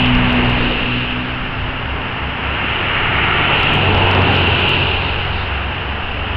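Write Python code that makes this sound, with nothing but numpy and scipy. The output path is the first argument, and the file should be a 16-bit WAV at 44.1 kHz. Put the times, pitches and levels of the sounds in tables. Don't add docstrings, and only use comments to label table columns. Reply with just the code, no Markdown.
import sys
import numpy as np
from scipy import signal
from scipy.fft import rfft, irfft
from scipy.io import wavfile
from scipy.ndimage import uniform_filter1d, minimum_filter1d

SR = 44100
rng = np.random.default_rng(int(sys.argv[2]) if len(sys.argv) > 2 else 0)


def dump(signal):
    limited = np.clip(np.atleast_2d(signal).T, -1, 1)
    pcm = np.round(limited * 32767).astype(np.int16)
    wavfile.write(sys.argv[1], SR, pcm)


def boost(x):
    u = np.asarray(x, float) / 20
    return 10 ** u


N = 280608
TIME_S = np.arange(N) / SR

# time in seconds, firing rate in Hz, exhaust level in dB.
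TRUCK_RUN = [
    (0.0, 62.83, 1),
    (0.15, 61.9, 1.5),
    (0.6, 60.9, -2),
    (0.78, 61.5, -9),
    (0.95, 61.8, -6),
    (1.2, 62.5, -6.5),
    (1.38, 63.3, -12),
    (1.9, 64.7, -14.5),
    (2.6, 64, -17.5),
    (3.7, 65.86, -17.5),
]
# level in dB, drift in dB/s, beat in Hz,
# time of loudest beat in seconds, beat depth 0-1.
TRUCK_ORDERS = [
    (-26.5, -2.5, 1.2, .5, 0.5),
    (-21.5, 0.5, 2.45, 0.13, 0.3),
    (-29, 1.3, 4.9, .2, 0.3),
    (-19, -1.5, 3.7, 0.12, .25),
]
# time in seconds, shaft rate in Hz, exhaust level in dB,
# rasp of the upper orders in dB.
PICKUP_RUN = [(1.4, 52.22, -29, 5), (1.9, 51.1, -34.5, 0), (2.4, 50.2, -33, 2.5), (2.75, 49.48, -31.5, -2),
              (3.1, 48.6, -29.5, 7), (3.45, 47.8, -27.5, 5.5), (3.7, 47.74, -26, 7),
              (3.88, 47.23, -19.5, 1), (4.1, 47.14, -18, -4), (4.42, 44.8, -18, -0.5), (4.7, 45.07, -24, 0),
              (4.82, 44.98, -19.5, 0.5), (5.0, 44.45, -27, 0.5), (5.33, 44.45, -24, -2.5),
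              (5.5, 45.6, -29, -1.5), (5.8, 46.0, -30.5, -0.5), (6.05, 45.5, -32.5, -7),
              (6.36, 46.8, -25, -5)]
# level in dB, drift in dB/s, beat in Hz,
# time of loudest beat in seconds, beat depth 0-1.
PICKUP_ORDERS = [
    (0, -0.3, 3.3, 3.5, 0),
    (-7.5, -0.3, 2.1, 3.3, 0.3),
    (-16, -1.5, 2.2, 3.75, 0.3),
]
# time in seconds, firing rate in Hz.
IDLE_RUN = [(1.2, 70.16), (1.9, 69.6), (2.35, 70.16), (2.95, 65.85), (3.35, 69), (3.55, 67.84),
            (3.95, 70.53), (4.35, 67.3), (4.75, 71), (5.35, 67.2), (5.8, 68.6), (6.36, 71)]
# time in seconds, level in dB.
IDLE_SWELLS = [(1.3, -27), (1.63, -30), (1.92, -23.5), (2.27, -24.5), (2.5, -22.5), (2.7, -26), (2.9, -31),
               (3.2, -25), (3.4, -27.5), (3.6, -35), (4.0, -29), (4.3, -35), (4.5, -27), (4.9, -28),
               (5.1, -26), (5.35, -26.5), (5.55, -23), (5.66, -24.5), (5.9, -23.5), (6.2, -24.5),
               (6.36, -22)]

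# nearest at seconds, time to cover the sideways distance in seconds,
# fading over plain spreading (exponent).
TRUCK_PASS = (0.31, 0.56, 2.4)
FRONT_PASS = (3.28, 0.56, 2.03)
REAR_PASS = (4.09, 0.58, 1.74)
# far traffic in dB, truck in dB,
# pickup front axle in dB, pickup rear axle in dB.
LAYER_LEVELS = dict(boom=(-36.5, -25, -31, -22.5), roar=(-31.5, -25, -29.5, -21),
                pump=(-29.5, -26, -21.5, -25), spray=(-29, -21.5, -21, -19),
                rumble=(-42.5, -34.5, -40, -31), mist=(-53.5, -40, -47, -37), slush=(-35, -27, -22, -29),
                drum=(-61, -31.5, -56, -45.5), grooves=(-41.5, -45, -28, -35.5))
# lag behind truck in seconds, lag behind pickup's rear in seconds,
# share of wetness (ratio), share of roughness (ratio).
LAYER_RESPONSE = dict(boom=(0.25, 0.022, .05, 1.4), roar=(-0.042, -.05, -0.054, 0.98),
                  pump=(0.0058, 0.22, -.2, .1), spray=(0.16, 0.27, 1.8, .05),
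                  rumble=(0.047, .03, 0.086, .3), mist=(0.26, 0.36, 1.1, .05),
                  slush=(-0.014, 0.32, .1, .05), drum=(0.39, .02, .05, .05), grooves=(.05, .3, .05, .05))
# time in seconds, wetness in dB, roughness in dB.
ROAD_SURFACE = [(0.0, 4.5, 1.5), (0.12, 1, -1), (0.45, -1.5, 0), (0.75, 0.5, -1), (0.95, 1.5, -2.5),
                (1.3, -0.5, -2), (1.85, -1, 0.5), (2.4, -0.5, 0.5), (2.75, 1, 1), (3.2, -1, -1),
                (3.5, 1, 1), (3.68, 2.5, -0.5), (4.1, -0.5, 1), (4.47, 0, 0), (4.72, 2, 1), (5.3, 0, 0.5),
                (5.65, -0.5, 0.5), (6.36, 0.5, 1)]
# nearest at seconds, span in seconds, share 0-1, lag in seconds.
BANK_ECHOES = [
    (3.29, .5, 0.27, 0.001867),
    (4.65, 0.74, 0.2, 0.001725),
    (.1, .3, 0, .0012),
]
# time in seconds, level in dB.
SPLASHES = [
    (0.0, -39),
    (0.66, -40.5),
    (0.9, -50.5),
    (1.25, -48),
    (1.6, -50),
    (3.6, -45),
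    (4.36, -39),
    (5.08, -42),
    (5.24, -44),
    (5.39, -39.5),
]
# time in seconds, level in dB.
GUSTS = [(0.16, -19), (0.36, -25), (0.64, -20), (0.82, -23), (1.1, -31), (1.46, -27.5), (1.62, -23.5),
         (1.75, -34), (1.98, -31.5), (3.04, -26.5), (3.36, -29), (3.68, -25), (4.0, -27), (4.16, -31),
         (4.48, -28.5), (4.7, -29), (4.96, -29), (5.14, -27), (5.35, -29), (6.08, -28), (6.36, -30)]

# frequency in Hz, level in dB.
BOOM_BAND = [(230, -31), (300, -5), (350, 1.5), (430, 2), (520, -1), (600, -1), (760, -37)]
# frequency in Hz, level in dB.
ROAR_BAND = [(480, -21.5), (640, -2.5), (850, -0.5), (1000, -1.5), (1150, -7), (1500, -34.5)]
# frequency in Hz, level in dB.
PUMP_BAND = [(850, -24), (1150, -1.5), (1350, -1.5), (1600, -1), (1850, -3), (2300, -18)]
# frequency in Hz, level in dB.
GROOVE_BAND = [(760, -30), (880, -2), (1000, -16), (1200, -15.5), (1350, 1.5), (1520, -29.5)]
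# frequency in Hz, level in dB.
SPRAY_BAND = [(2000, -36.5), (2400, -6), (2750, 2), (3000, -2.5), (3300, -11.5), (3700, -22), (4400, -37)]
# frequency in Hz, level in dB.
MIST_BAND = [(3000, -24), (3600, 0.5), (4000, -5.5), (4500, -11.5), (4900, -18.5), (5700, -27.5)]
# frequency in Hz, level in dB.
SLUSH_BAND = [(1500, -18), (1850, -10), (2100, -2.5), (2400, -4.5), (2900, -24)]
# frequency in Hz, level in dB.
DRUM_BAND = [(240, -30.5), (275, -0.5), (310, 0.7), (340, -5.5), (390, -29.5)]
# frequency in Hz, level in dB.
RUMBLE_BAND = [(35, -28.5), (60, -6), (90, -1.5), (120, 0), (160, -3.5), (240, -4.5), (300, -8), (400, -39)]
# frequency in Hz, level in dB.
WIND_BAND = [(8, -6), (20, -4), (45, -8), (70, -13), (140, -32.5)]

# time in seconds, loss in the
# converter in dB, overshoot lost after rebuilding in dB.
OVERLOADS = [(0.0319, -48, -36.5), (0.06, -15, -31.5), (0.0932, -24, -55.5), (0.1518, -13.0, -37),
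             (0.2975, -37, -37), (0.3292, -23, -27.5), (0.3663, -39, -36), (0.4499, -21, -66.5),
             (0.4991, -21, -27), (3.505, -43, -35.5), (3.6014, -46, -27), (3.6329, -13, -25.0),
             (3.738, -30, -20), (3.755, -23.0, -24.5), (3.7831, -41.0, -31), (3.846, -43, -32.5),
             (3.9486, -14, -35.5), (3.978, -19, -35), (4.0707, -19.0, -40.5), (4.1134, -11.5, -26),
             (4.1502, -11, -43), (4.2205, -15, -44), (4.3272, -41.0, -28), (4.353, -14, -34),
             (4.366, -12, -47), (4.3806, -41.0, -34), (4.477, -28, -26), (4.6022, -29, -28.5),
             (4.6934, -23, -18), (6.361, -40, -22.5)]
# time in seconds, overshoot lost in dB.
GRAZES = [
    (0.216, -52),
    (0.526, -39),
    (3.467, -42.5),
    (3.7755, -42.5),
    (3.8633, -40),
    (3.8938, -37.5),
    (4.2143, -40),
    (4.4037, -39),
]


def read_curves(table):
    s, *columns = np.transpose(table)
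    fade_in = np.clip((TIME_S - s[0]) / 0.2 + (s[0] < 0.1), 0, 1)
    fade_out = np.clip((s[-1] - TIME_S) / 0.2 + (s[-1] > 6.2), 0, 1)
    return [np.interp(TIME_S, s, column) for column in columns], fade_in * fade_out


def walk(rate_hz):
    hold = int(SR / rate_hz)
    steps = np.repeat(rng.standard_normal(N // hold + 1), hold)
    return 1.3 * uniform_filter1d(uniform_filter1d(steps, hold), hold)[:N]


def colour(x, band):
    hz, db = np.transpose(band)
    log_hz = np.log(np.arange(N // 2 + 1) * SR / N + 1)
    gain_db = np.interp(log_hz, np.log(hz), db, left=-120, right=-120)
    y = irfft(rfft(x) * boost(gain_db), N)
    return y / np.std(y)


def hiss(band, level_db, flicker_db, droplets=0.0):
    hits = rng.random(N) < 600 / SR
    drops = hits * boost(1.7 * rng.exponential(size=N)) * rng.standard_normal(N)
    grain = rng.standard_normal(N) + droplets * drops / np.std(drops)
    return colour(grain, band) * boost(level_db + flicker_db * walk(9))


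def swells(events, rest_db, width_s):
    power = boost(2 * rest_db)
    for s, db in events:
        power = power + boost(2 * db) * np.exp(-((TIME_S - s) / width_s) ** 2)
    return 10 * np.log10(power)


def beating(level_db, orders):
    levels_db = []
    for db, drift_db, beat_hz, peak_s, depth in orders:
        since_s = TIME_S - peak_s
        beat = 1 + depth * np.cos(2 * np.pi * beat_hz * since_s)
        levels_db.append(level_db + db + drift_db * since_s + 20 * np.log10(beat))
    return levels_db


def engine(hz, levels_db, gate, orders, wander, lope_db):
    turn_rad = 2 * np.pi * np.cumsum(hz * (1 + wander * walk(13))) / SR
    tones = np.zeros(N)
    for order, db in zip(orders, levels_db):
        tone = np.sin(order * turn_rad + 2 * np.pi * rng.random())
        tones += boost(db + lope_db * walk(11)) * tone
    return np.sqrt(2) * gate * tones


def layer_db(name):
    far_db, *near_db = LAYER_LEVELS[name]
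    truck_lag_s, rear_lag_s, wet_share, rough_share = LAYER_RESPONSE[name]
    passes = zip(near_db, (TRUCK_PASS, FRONT_PASS, REAR_PASS), (truck_lag_s, 0, rear_lag_s))
    power = boost(2 * far_db)
    for db, (near_s, across_s, fading), lag_s in passes:
        sideways = (TIME_S - near_s - lag_s) / across_s
        power = power + boost(2 * db) / (1 + sideways ** 2) ** fading
    (wet_db, rough_db), _ = read_curves(ROAD_SURFACE)
    return 10 * np.log10(power) + wet_share * wet_db + rough_share * rough_db


def truck_engine():
    (hz, db), gate = read_curves(TRUCK_RUN)
    return engine(hz, beating(db, TRUCK_ORDERS), gate, range(1, 5), wander=0.002, lope_db=0.5)


def truck_body():
    return hiss(DRUM_BAND, layer_db("drum"), 0.6)


def wind():
    return hiss(WIND_BAND, swells(GUSTS, rest_db=-37.5, width_s=0.099), 0.88)


def road_rumble():
    return hiss(RUMBLE_BAND, layer_db("rumble") + 10, 0.95)


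def tyre_tread():
    tread = hiss(BOOM_BAND, layer_db("boom"), 0.78)
    tread += hiss(ROAR_BAND, layer_db("roar"), 0.14)
    tread += hiss(PUMP_BAND, layer_db("pump"), 0.5, droplets=0.3)
    for near_s, span_s, share, lag_s in BANK_ECHOES:
        echo = share * np.exp(-((TIME_S - near_s) / span_s) ** 2)
        delayed = np.roll(tread, int(lag_s * SR))
        tread = (tread - echo * delayed) / np.sqrt(1 + echo ** 2)
    return tread


def spray():
    return hiss(SPRAY_BAND, layer_db("spray"), 0.33, droplets=0.33)


def mist():
    splash_db = swells(SPLASHES, rest_db=-82, width_s=0.069)
    mist_db = 10 * np.log10(boost(2 * layer_db("mist")) + boost(2 * splash_db))
    return hiss(MIST_BAND, mist_db, 0.6, droplets=0.56)


def slush():
    return hiss(SLUSH_BAND, layer_db("slush"), 0.13, droplets=0.25)


def tyre_grooves():
    return hiss(GROOVE_BAND, layer_db("grooves"), 0.4)


def idling_cars():
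    (hz,), gate = read_curves(IDLE_RUN)
    level_db = swells(IDLE_SWELLS, rest_db=-42, width_s=0.055)
    return engine(hz, [level_db], gate, [1], wander=0.012, lope_db=0.8)


def pickup_engine():
    (hz, db, rasp_db), gate = read_curves(PICKUP_RUN)
    second, third, fourth = beating(db, PICKUP_ORDERS)
    levels_db = [second, third + rasp_db, fourth + 0.3 * rasp_db]
    return engine(hz, levels_db, gate, range(2, 5), wander=0.002, lope_db=0.5)


def scene():
    truck = truck_engine() + truck_body()
    weather = wind() + road_rumble()
    tyres = tyre_tread() + tyre_grooves()
    water = spray() + mist() + slush()
    return (truck + weather + tyres + water + idling_cars() + pickup_engine())[None]


def lost_crests(events, step):
    out = np.zeros(-(-N // step))
    out[(events[:, 0] * SR / step).astype(int)] = boost(events[:, 1])
    return out


def band_limit(x):
    return signal.sosfilt(signal.butter(12, 15830, fs=SR, output="sos"), x)


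def record(dry):
    ceiling, offset, slow = 0.7, 0.007, 4
    cut = np.array(OVERLOADS)
    duck = minimum_filter1d(np.minimum(1, ceiling / np.abs(dry + 1e-9)), size=88)
    gain = uniform_filter1d(uniform_filter1d(duck, size=44), size=44)
    held = dry * gain + offset
    samples = held[:, ::slow] - lost_crests(cut[:, :2], slow)
    samples = samples + boost(-49.5) * rng.standard_normal(samples.shape)
    rebuild = signal.firwin(numtaps=101, cutoff=5350, window=("kaiser", 9), fs=SR)
    wave = signal.resample_poly(samples, up=slow, down=1, axis=1, window=rebuild, padtype="edge")[:, :N]
    overshoots = lost_crests(np.vstack([cut[:, ::2], GRAZES]), step=1)
    wave = wave - np.convolve(overshoots, [0.52, 1, 0.52], "same")
    return band_limit(wave)


dry = scene()
out = record(dry)
dump(out)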